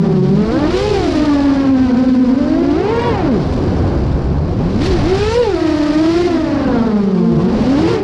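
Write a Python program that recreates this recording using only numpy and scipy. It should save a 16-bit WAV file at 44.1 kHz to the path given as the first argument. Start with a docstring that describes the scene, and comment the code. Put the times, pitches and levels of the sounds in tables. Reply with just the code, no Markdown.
"""Four rotors of a small quadcopter sing over an open field, heard by a microphone on its own frame.
Each is a harmonic series on its blade rate; they beat as the controller parts their speeds.
Buffeting and a deeper rumble are flickering bands of noise, and a faint noise band whistles at the port.
The blade tips hiss: noise that swells with each sweep. A limiter and the port shape the mix."""
import sys
import numpy as np
from scipy import signal
from scipy.fft import rfft, irfft, next_fast_len
from scipy.io import wavfile
from scipy.ndimage import uniform_filter1d, minimum_filter1d

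SR = 44100
rng = np.random.default_rng(int(sys.argv[2]) if len(sys.argv) > 2 else 0)


def int16_out(signal):
    """Quantize to a 16-bit WAV file."""
    q = np.round(np.clip(np.atleast_2d(signal).T, -1, 1) * 32767)
    wavfile.write(sys.argv[1], SR, q.astype(np.int16))


N = 354387

# Source levels are set ahead of the limiter and the port; spectra give shape only.
# throttle, as the blade rate asked of the nearest rotor: [t/s, f/Hz]
THROTTLE_CURVE = [(0, 198.7), (.1, 197.9), (.23, 179.6), (.5, 228), (.6, 280.9), (.7, 328.8), (.82, 410.9),
                  (.91, 428.7), (1.1, 315.5), (1.3, 288.5), (1.9, 254), (2.45, 256.7), (2.72, 285.4),
                  (2.92, 460.4), (3.08, 481.6), (3.25, 312), (3.4, 153.8), (3.55, 70.36), (3.72, 98),
                  (3.78, 69.9), (3.86, 100), (4.0, 64.16), (4.25, 62.58), (4.55, 94.86), (4.66, 177.2),
                  (4.77, 205.6), (4.88, 403.4), (5.03, 275.7), (5.09, 363.6), (5.3, 444), (5.41, 496),
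                  (5.56, 319.5), (5.9, 292.7), (6.24, 353.8), (6.4, 307.7), (6.8, 226.2), (7.2, 176.3),
                  (7.4, 167.3), (7.52, 189.8), (7.75, 279.7), (7.92, 368), (8.04, 386.7)]
# voice of the nearest rotor; the last two are offsets to the overtone rules:
# [t/s, fundamental level/dB, second harmonic offset/dB, higher overtone offset/dB]
NEAR_VOICE = [(0, -15.5, 3, -2), (.3, -8.5, 2.5, -4), (.65, -14, 1.5, -1.5), (.9, -14, 7, -3),
              (1.1, -19, 2, -4), (1.3, -8, -0.5, 2), (1.7, -9, 0.5, -0.5), (2.3, -6.5, -2.5, -3),
              (2.55, -13, -11, -6), (2.8, -12.5, 3, -4), (2.95, -17, 10.5, -1.5), (3.08, -17, 13.5, 0.5),
              (3.16, -17, 6.5, -2), (3.3, -11.5, 2, -6), (3.48, -24, -7, -11), (3.8, -17, -10, -14),
              (4.1, -14.5, -10, -6), (4.5, -18.5, -5, 1), (4.6, -17, -4, -5), (4.7, -14.5, -6, -11),
              (4.9, -15.5, -8, -22), (5.02, -21, -1.5, -7), (5.1, -13, 0.5, -7), (5.3, -13, 7, 5),
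              (5.4, -9.5, 13, 0), (5.55, -12, 1.5, 1.5), (6.2, -7.5, 4, 1.5), (6.5, -16, -0.5, -1.5),
              (7.15, -9, -2, 0.5), (7.4, -15.5, -1, 2.5), (7.55, -19, -9, -16), (7.75, -6.5, 2.5, -5.5),
              (8.04, -17, -7, -5.5)]
# rotor that steering makes lead the nearest: [t/s, lead f/Hz, fundamental level/dB, overtone offset/dB]
LEADING_ROTOR = [(0, 26.3, -14, -24), (.3, 30.6, -18, -18), (.5, 126, -27, -7), (.68, 147, -36.5, -7),
                 (.8, 108, -13.5, -1), (.92, 88, -25.5, -1), (1.1, 33, -14, -2.5), (1.25, 19.8, -39, -3.5),
                 (2.3, 8.3, -10.5, -14), (2.4, 31.4, -13.5, 1), (2.63, 64, -12.5, 1.5),
                 (2.8, 52.4, -18.5, -4), (2.92, 78.5, -31, 4), (3.1, 96, -27, 7), (3.3, 42, -28, -3),
                 (3.55, 71, -27, -26), (4.45, 69.3, -19, -11), (4.75, 92, -20.5, -23),
                 (4.95, 52, -50, -1.5), (5.4, 55, -20.5, -6), (5.6, 37.4, -16.5, -1), (6.2, 21, -19.5, -12),
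                 (6.5, 31.2, -15.5, 2), (7.0, 19.4, -17.5, -6.5), (7.3, 58.5, -11, -4),
                 (7.78, 40, -21.5, -5.5), (7.9, 114, -15, 5), (8.04, 8.2, -16.5, -5)]
# rotor that mostly trails, negative lag when ahead: [t/s, lag f/Hz, fundamental level/dB]
TRAILING_ROTOR = [(0, 29, -7.5), (.42, 49.5, -16), (.5, -80.5, -24), (.54, -65.5, -16), (.63, -20.5, -13),
                  (.71, -30, -16), (.78, 18, -31), (.95, 30, -16.5), (1.1, 36, -17), (1.28, 63.5, -18),
                  (1.35, 40, -46), (2.0, 18, -13.5), (2.7, 25, -17.5), (3.1, 19.5, -30.5), (6.2, 40, -39.5),
                  (6.32, 70, -19), (6.45, 36.5, -19.5), (7.25, 11, -30.5), (7.38, 20, -8),
                  (7.5, -43.5, -14), (7.7, 78.5, -25), (7.9, 79, -22)]
# airstream buffeting, and tip hiss before its make-up gain: [t/s, buffeting level/dB, hiss level/dB]
AIR_LEVELS = [(0, -20.5, -42), (.3, -24, -41.5), (.68, -12, -35), (.78, -17.5, -29.5), (1.3, -19, -34.5),
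              (1.7, -19.5, -39.5), (2.25, -24, -41), (2.8, -16.5, -39.5), (3.07, -13, -37.5),
              (3.17, -14.5, -39.5), (3.9, -11.5, -43), (4.45, -18, -48.5), (4.79, -17, -38.5),
              (4.85, -12.5, -27.5), (5, -14.5, -34.5), (5.2, -17.5, -31), (5.55, -23.5, -36),
              (6.2, -20, -32.5), (6.45, -21.5, -39), (6.75, -14, -40), (7.1, -30, -45), (7.35, -30.5, -44),
              (7.5, -13.5, -39.5), (7.92, -12, -30), (8.04, -21.5, -45)]
# spectrum of the buffeting: [f/Hz, level per Hz/dB]
BUFFET_SPECTRUM = [(50, -15.5), (90, -2), (150, -1.5), (300, -4), (600, -13.5), (1200, -23), (2500, -46.5)]
# loudness of the deepest buffeting: [t/s, level/dB]
RUMBLE_LEVELS = [(0.0, -32), (0.92, -17), (2.06, -26.5), (4.19, -19), (4.52, -17.5), (4.97, -11.5),
                 (5.77, -26.5), (6.91, -23), (7.18, -39), (7.54, -16.5), (7.9, -27), (8.04, -32)]
# spectrum of the deepest buffeting: [f/Hz, level per Hz/dB]
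RUMBLE_SPECTRUM = [(18, -5.5), (35, -3.5), (60, 1.5), (90, -1.5), (140, -11)]
# spectrum of the tip hiss before its moving tilt: [f/Hz, level per Hz/dB]
HISS_SPECTRUM = [(400, 1.5), (1000, 5), (2000, 7.5), (3500, 5.5), (7000, -0.5), (15000, -11)]
# response of the microphone behind its port: [f/Hz, level/dB]
PORT_RESPONSE = [(3500, -4), (4700, -1), (5400, -3.5), (6500, -11), (7400, -10.5), (8300, -18),
                 (9600, -16.5), (10600, -19.5), (12000, -32.5), (14000, -25), (15500, -54)]

REFERENCE_HZ = 300   # blade rate at which the overtone rules are stated
SPEED_SMOOTHING_S = 0.046   # the motors round off every change
# overtones made by chopping the wash: level at the reference rate, rise with speed, ties to the air levels
WASH_DB, WASH_DB_PER_OCTAVE, WASH_FOLLOWS_HISS, WASH_FOLLOWS_BUFFET = -25, 6.5, 0.11, 0.53
RASP_DB_PER_OCTAVE = 6   # fall of the rasp along the series
# second harmonic at the reference rate, weaker at speed, and the most its rule allows
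SECOND_DB, SECOND_DB_PER_OCTAVE, SECOND_MOST_DB = -25.5, -12, -17.5
THIRD_DB, SIXTH_DB = -4, 4   # the third harmonic sinks below the series, the sixth stands out
IDLE_HZ, IDLE_DB_PER_OCTAVE = 140, 16   # unloaded blades lose their overtones below this rate
# rough air shakes the rotor speeds; the waver shrinks below the reference rate
WAVER_HZ, WAVER_FOLLOWS_BUFFET = 3.2, .7
STEADIER_DB_PER_OCTAVE = 9   # above the reference rate the rotors outrun the gusts
SCATTER_RAD, GUST_DB = .11, 1.4   # overtone scatter in average air, before scaling by harmonic number
# the fourth rotor wanders about the speed of the nearest, with a weaker tone and overtones
TWIN_APART_HZ, TWIN_DB, TWIN_OVERTONES_DB = 10, -10, -2.5
WHISTLE_HZ, WHISTLE_WIDTH_HZ, WHISTLE_DB = 4770, 280, -55   # air singing across the port
CUTOFF_HZ = 15600


def from_db(db):
    """Turn decibels into gain."""
    return 10 ** (np.asarray(db) / 20)


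def rms_one(x):
    """Scale to rms 1."""
    return x / np.sqrt(np.mean(x ** 2) + 1e-20)


def in_time(rows):
    """Draw each column of a table as an envelope, one value a sample."""
    s, *columns = np.transpose(rows)
    return [np.interp(np.arange(N) / SR, s, c) for c in columns]


def drift(rate):
    """Slow random movement of spread 1: coarse noise through two one-pole low-passes at rate Hz."""
    step = 40   # samples between noise values
    pole = np.exp(-2 * np.pi * step * rate / SR)
    noise = rng.standard_normal(N // step + 2002)
    slow = signal.lfilter([1], [1, -2 * pole, pole * pole], noise)[2000:]   # drop the filter's start-up
    return np.interp(np.arange(N) / step, np.arange(len(slow)), rms_one(slow))


def rotor(hz, tone_db, second_db, wash_db, rasp_db, rough, flutter_db=3.0, count=12):
    """Blade-rate tone and overtones in unsteady inflow; returns the sound and the blade angle."""
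    waver_hz = WAVER_HZ * np.minimum(hz / REFERENCE_HZ, 1) * rough * drift(19.43)
    angle = 2 * np.pi * (np.cumsum(hz + waver_hz) / SR + rng.random())
    flutter = flutter_db * np.sqrt(rough) * drift(24)
    out = from_db(tone_db + flutter) * np.sin(angle)
    octaves_below_idle = np.minimum(np.log2(np.maximum(hz, 1) / IDLE_HZ), 0)
    idle = from_db(IDLE_DB_PER_OCTAVE * octaves_below_idle)
    for k in range(2, count + 1):
        if k == 2:
            level_db = second_db
        else:
            # chopping the wash makes these, until the rasp of loaded tips takes over
            chopped_db = wash_db - 14 * np.log2(k * hz / 1000)
            tip_db = rasp_db - RASP_DB_PER_OCTAVE * np.log2(k / 4)
            level_db = np.maximum(chopped_db, tip_db) + THIRD_DB * (k == 3) + SIXTH_DB * (k == 6)
        # gusts scatter each overtone in phase and level, the high ones most
        scatter = SCATTER_RAD * k * np.sqrt(rough) * drift(45)
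        gust = from_db(GUST_DB * np.sqrt(k) * drift(30))
        overtone = np.sin(k * angle + 2 * np.pi * rng.random() + scatter)
        out += from_db(level_db) * idle * gust * overtone
    return np.sqrt(2) * out, angle   # sine levels become rms


def banded_noise(spectrum, shared_db, own_db, rate, tilt_db=0):
    """Half-octave noise bands flickering partly together, partly alone; tilt in dB/octave about 4 kHz."""
    hz, level_db = np.transpose(spectrum)
    edges = hz[0] * 2 ** np.arange(0, np.log2(hz[-1] / hz[0]) + .3, .5)
    white = rng.standard_normal((2, N))   # neighbouring bands use different noise
    together = shared_db * drift(rate)
    out = 0
    for k, (low, high) in enumerate(zip(edges, edges[1:])):
        band_pass = signal.butter(2, [low, high], "band", fs=SR, output="sos")
        band = signal.sosfilt(band_pass, white[k % 2])
        shape_db = np.interp(np.log(low * high) / 2, np.log(hz), level_db)
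        gain_db = shape_db + tilt_db * np.log2(high / 4000)
        out = out + from_db(gain_db + together + own_db * drift(rate)) * band
    return rms_one(out)


def buffeting(buffet_db):
    """Airstream turbulence striking the microphone port, as low noise in flickering bands."""
    return from_db(buffet_db) * banded_noise(BUFFET_SPECTRUM, shared_db=0.5, own_db=0.65, rate=8.4)


def deep_rumble():
    """The deepest buffeting, as slower and more independent swells of very low noise."""
    level_db, = in_time(RUMBLE_LEVELS)
    return from_db(level_db) * banded_noise(RUMBLE_SPECTRUM, shared_db=.3, own_db=2.5, rate=4)


def port_whistle():
    """Air singing across the port: a faint, gently wavering noise band at its resonance."""
    edges = [WHISTLE_HZ - WHISTLE_WIDTH_HZ / 2, WHISTLE_HZ + WHISTLE_WIDTH_HZ / 2]
    band_pass = signal.butter(2, edges, "band", fs=SR, output="sos")
    band = signal.sosfilt(band_pass, rng.standard_normal(N))
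    return from_db(WHISTLE_DB + 2.0 * drift(3.6)) * rms_one(band)


def tip_hiss(hiss_db, wash_db, angles, depth=0.15, brighten=0.32):
    """Turbulence off the blades, louder at each sweep; bright when the tips outdo the wash."""
    sweep = np.exp(depth * sum(np.cos(a) for a in angles))
    excess_db = hiss_db - wash_db
    tilt_db = brighten * (excess_db - np.mean(excess_db))
    noise = banded_noise(HISS_SPECTRUM, shared_db=1.4, own_db=0.4, rate=70, tilt_db=tilt_db)
    return from_db(hiss_db + 7.0) * rms_one(sweep * noise)   # 7 dB of make-up gain


def scene():
    """Rotors, blade turbulence and buffeting at one microphone."""
    asked_hz, = in_time(THROTTLE_CURVE)
    near_hz = uniform_filter1d(asked_hz, round(SPEED_SMOOTHING_S * SR), mode="nearest")
    octaves = np.log2(near_hz / REFERENCE_HZ)
    buffet_db, hiss_db = in_time(AIR_LEVELS)
    buffet_swing_db = buffet_db - buffet_db.mean()
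    hiss_swing_db = hiss_db - hiss_db.mean()

    wash_db = WASH_DB + WASH_DB_PER_OCTAVE * octaves
    wash_db = wash_db + WASH_FOLLOWS_HISS * hiss_swing_db + WASH_FOLLOWS_BUFFET * buffet_swing_db
    # the rasp of the tips grows with load and with rotor speed
    rasp_db = hiss_db - 12 + 11.0 * octaves
    second_db = np.minimum(SECOND_DB + SECOND_DB_PER_OCTAVE * octaves, SECOND_MOST_DB)
    steadier_db = STEADIER_DB_PER_OCTAVE * np.maximum(octaves, 0)
    rough = from_db(WAVER_FOLLOWS_BUFFET * buffet_swing_db - steadier_db)

    near_db, near_second, near_over = in_time(NEAR_VOICE)
    lead_hz, fast_db, fast_over = in_time(LEADING_ROTOR)
    lag_hz, slow_db = in_time(TRAILING_ROTOR)
    near, near_angle = rotor(near_hz, near_db, second_db + near_second,
                             wash_db - 5.0 + near_over, rasp_db + near_over, rough, count=21)
    twin_hz = near_hz + TWIN_APART_HZ * drift(2.5)
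    twin_second = near_second + TWIN_OVERTONES_DB
    twin_over = near_over + TWIN_OVERTONES_DB
    twin, _ = rotor(twin_hz, near_db + TWIN_DB, second_db + twin_second,
                    wash_db - 3.5 + twin_over, rasp_db + twin_over, rough, count=10)
    fast, fast_angle = rotor(near_hz + lead_hz, fast_db, second_db + fast_over,
                             wash_db - 8.5 + fast_over, rasp_db - 16 + fast_over, rough, count=7)
    slow, _ = rotor(near_hz - lag_hz, slow_db, slow_db - 15.0,
                    wash_db - 14.0, rasp_db - 19, 2 * rough, count=4)

    rotors = near + twin + fast + slow
    air = buffeting(buffet_db) + deep_rumble() + port_whistle()
    hiss = tip_hiss(hiss_db, wash_db, [near_angle, fast_angle])
    return (rotors + air + hiss)[None]


def record(dry):
    """A quick limiter holds the peaks down, the port colours the treble, the top is cut."""
    ceiling, span = 1.0, round(.015 * SR)   # full scale; 15 ms in samples
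    gain = minimum_filter1d(np.minimum(1, ceiling / (np.abs(dry) + 1e-9)), span)
    held = dry * uniform_filter1d(gain, span)
    size = next_fast_len(N + SR // 10)
    hz, level_db = np.transpose(PORT_RESPONSE)
    bin_hz = np.arange(size // 2 + 1) * SR / size
    colour = from_db(np.interp(np.log(bin_hz + 1), np.log(hz), level_db))   # + 1 avoids log of zero
    heard = irfft(rfft(held, size) * colour, size)[:, :N]
    top_cut = signal.cheby2(12, 70, CUTOFF_HZ, fs=SR, output="sos")
    return signal.sosfilt(top_cut, heard)


dry = scene()
out = record(dry)
int16_out(out)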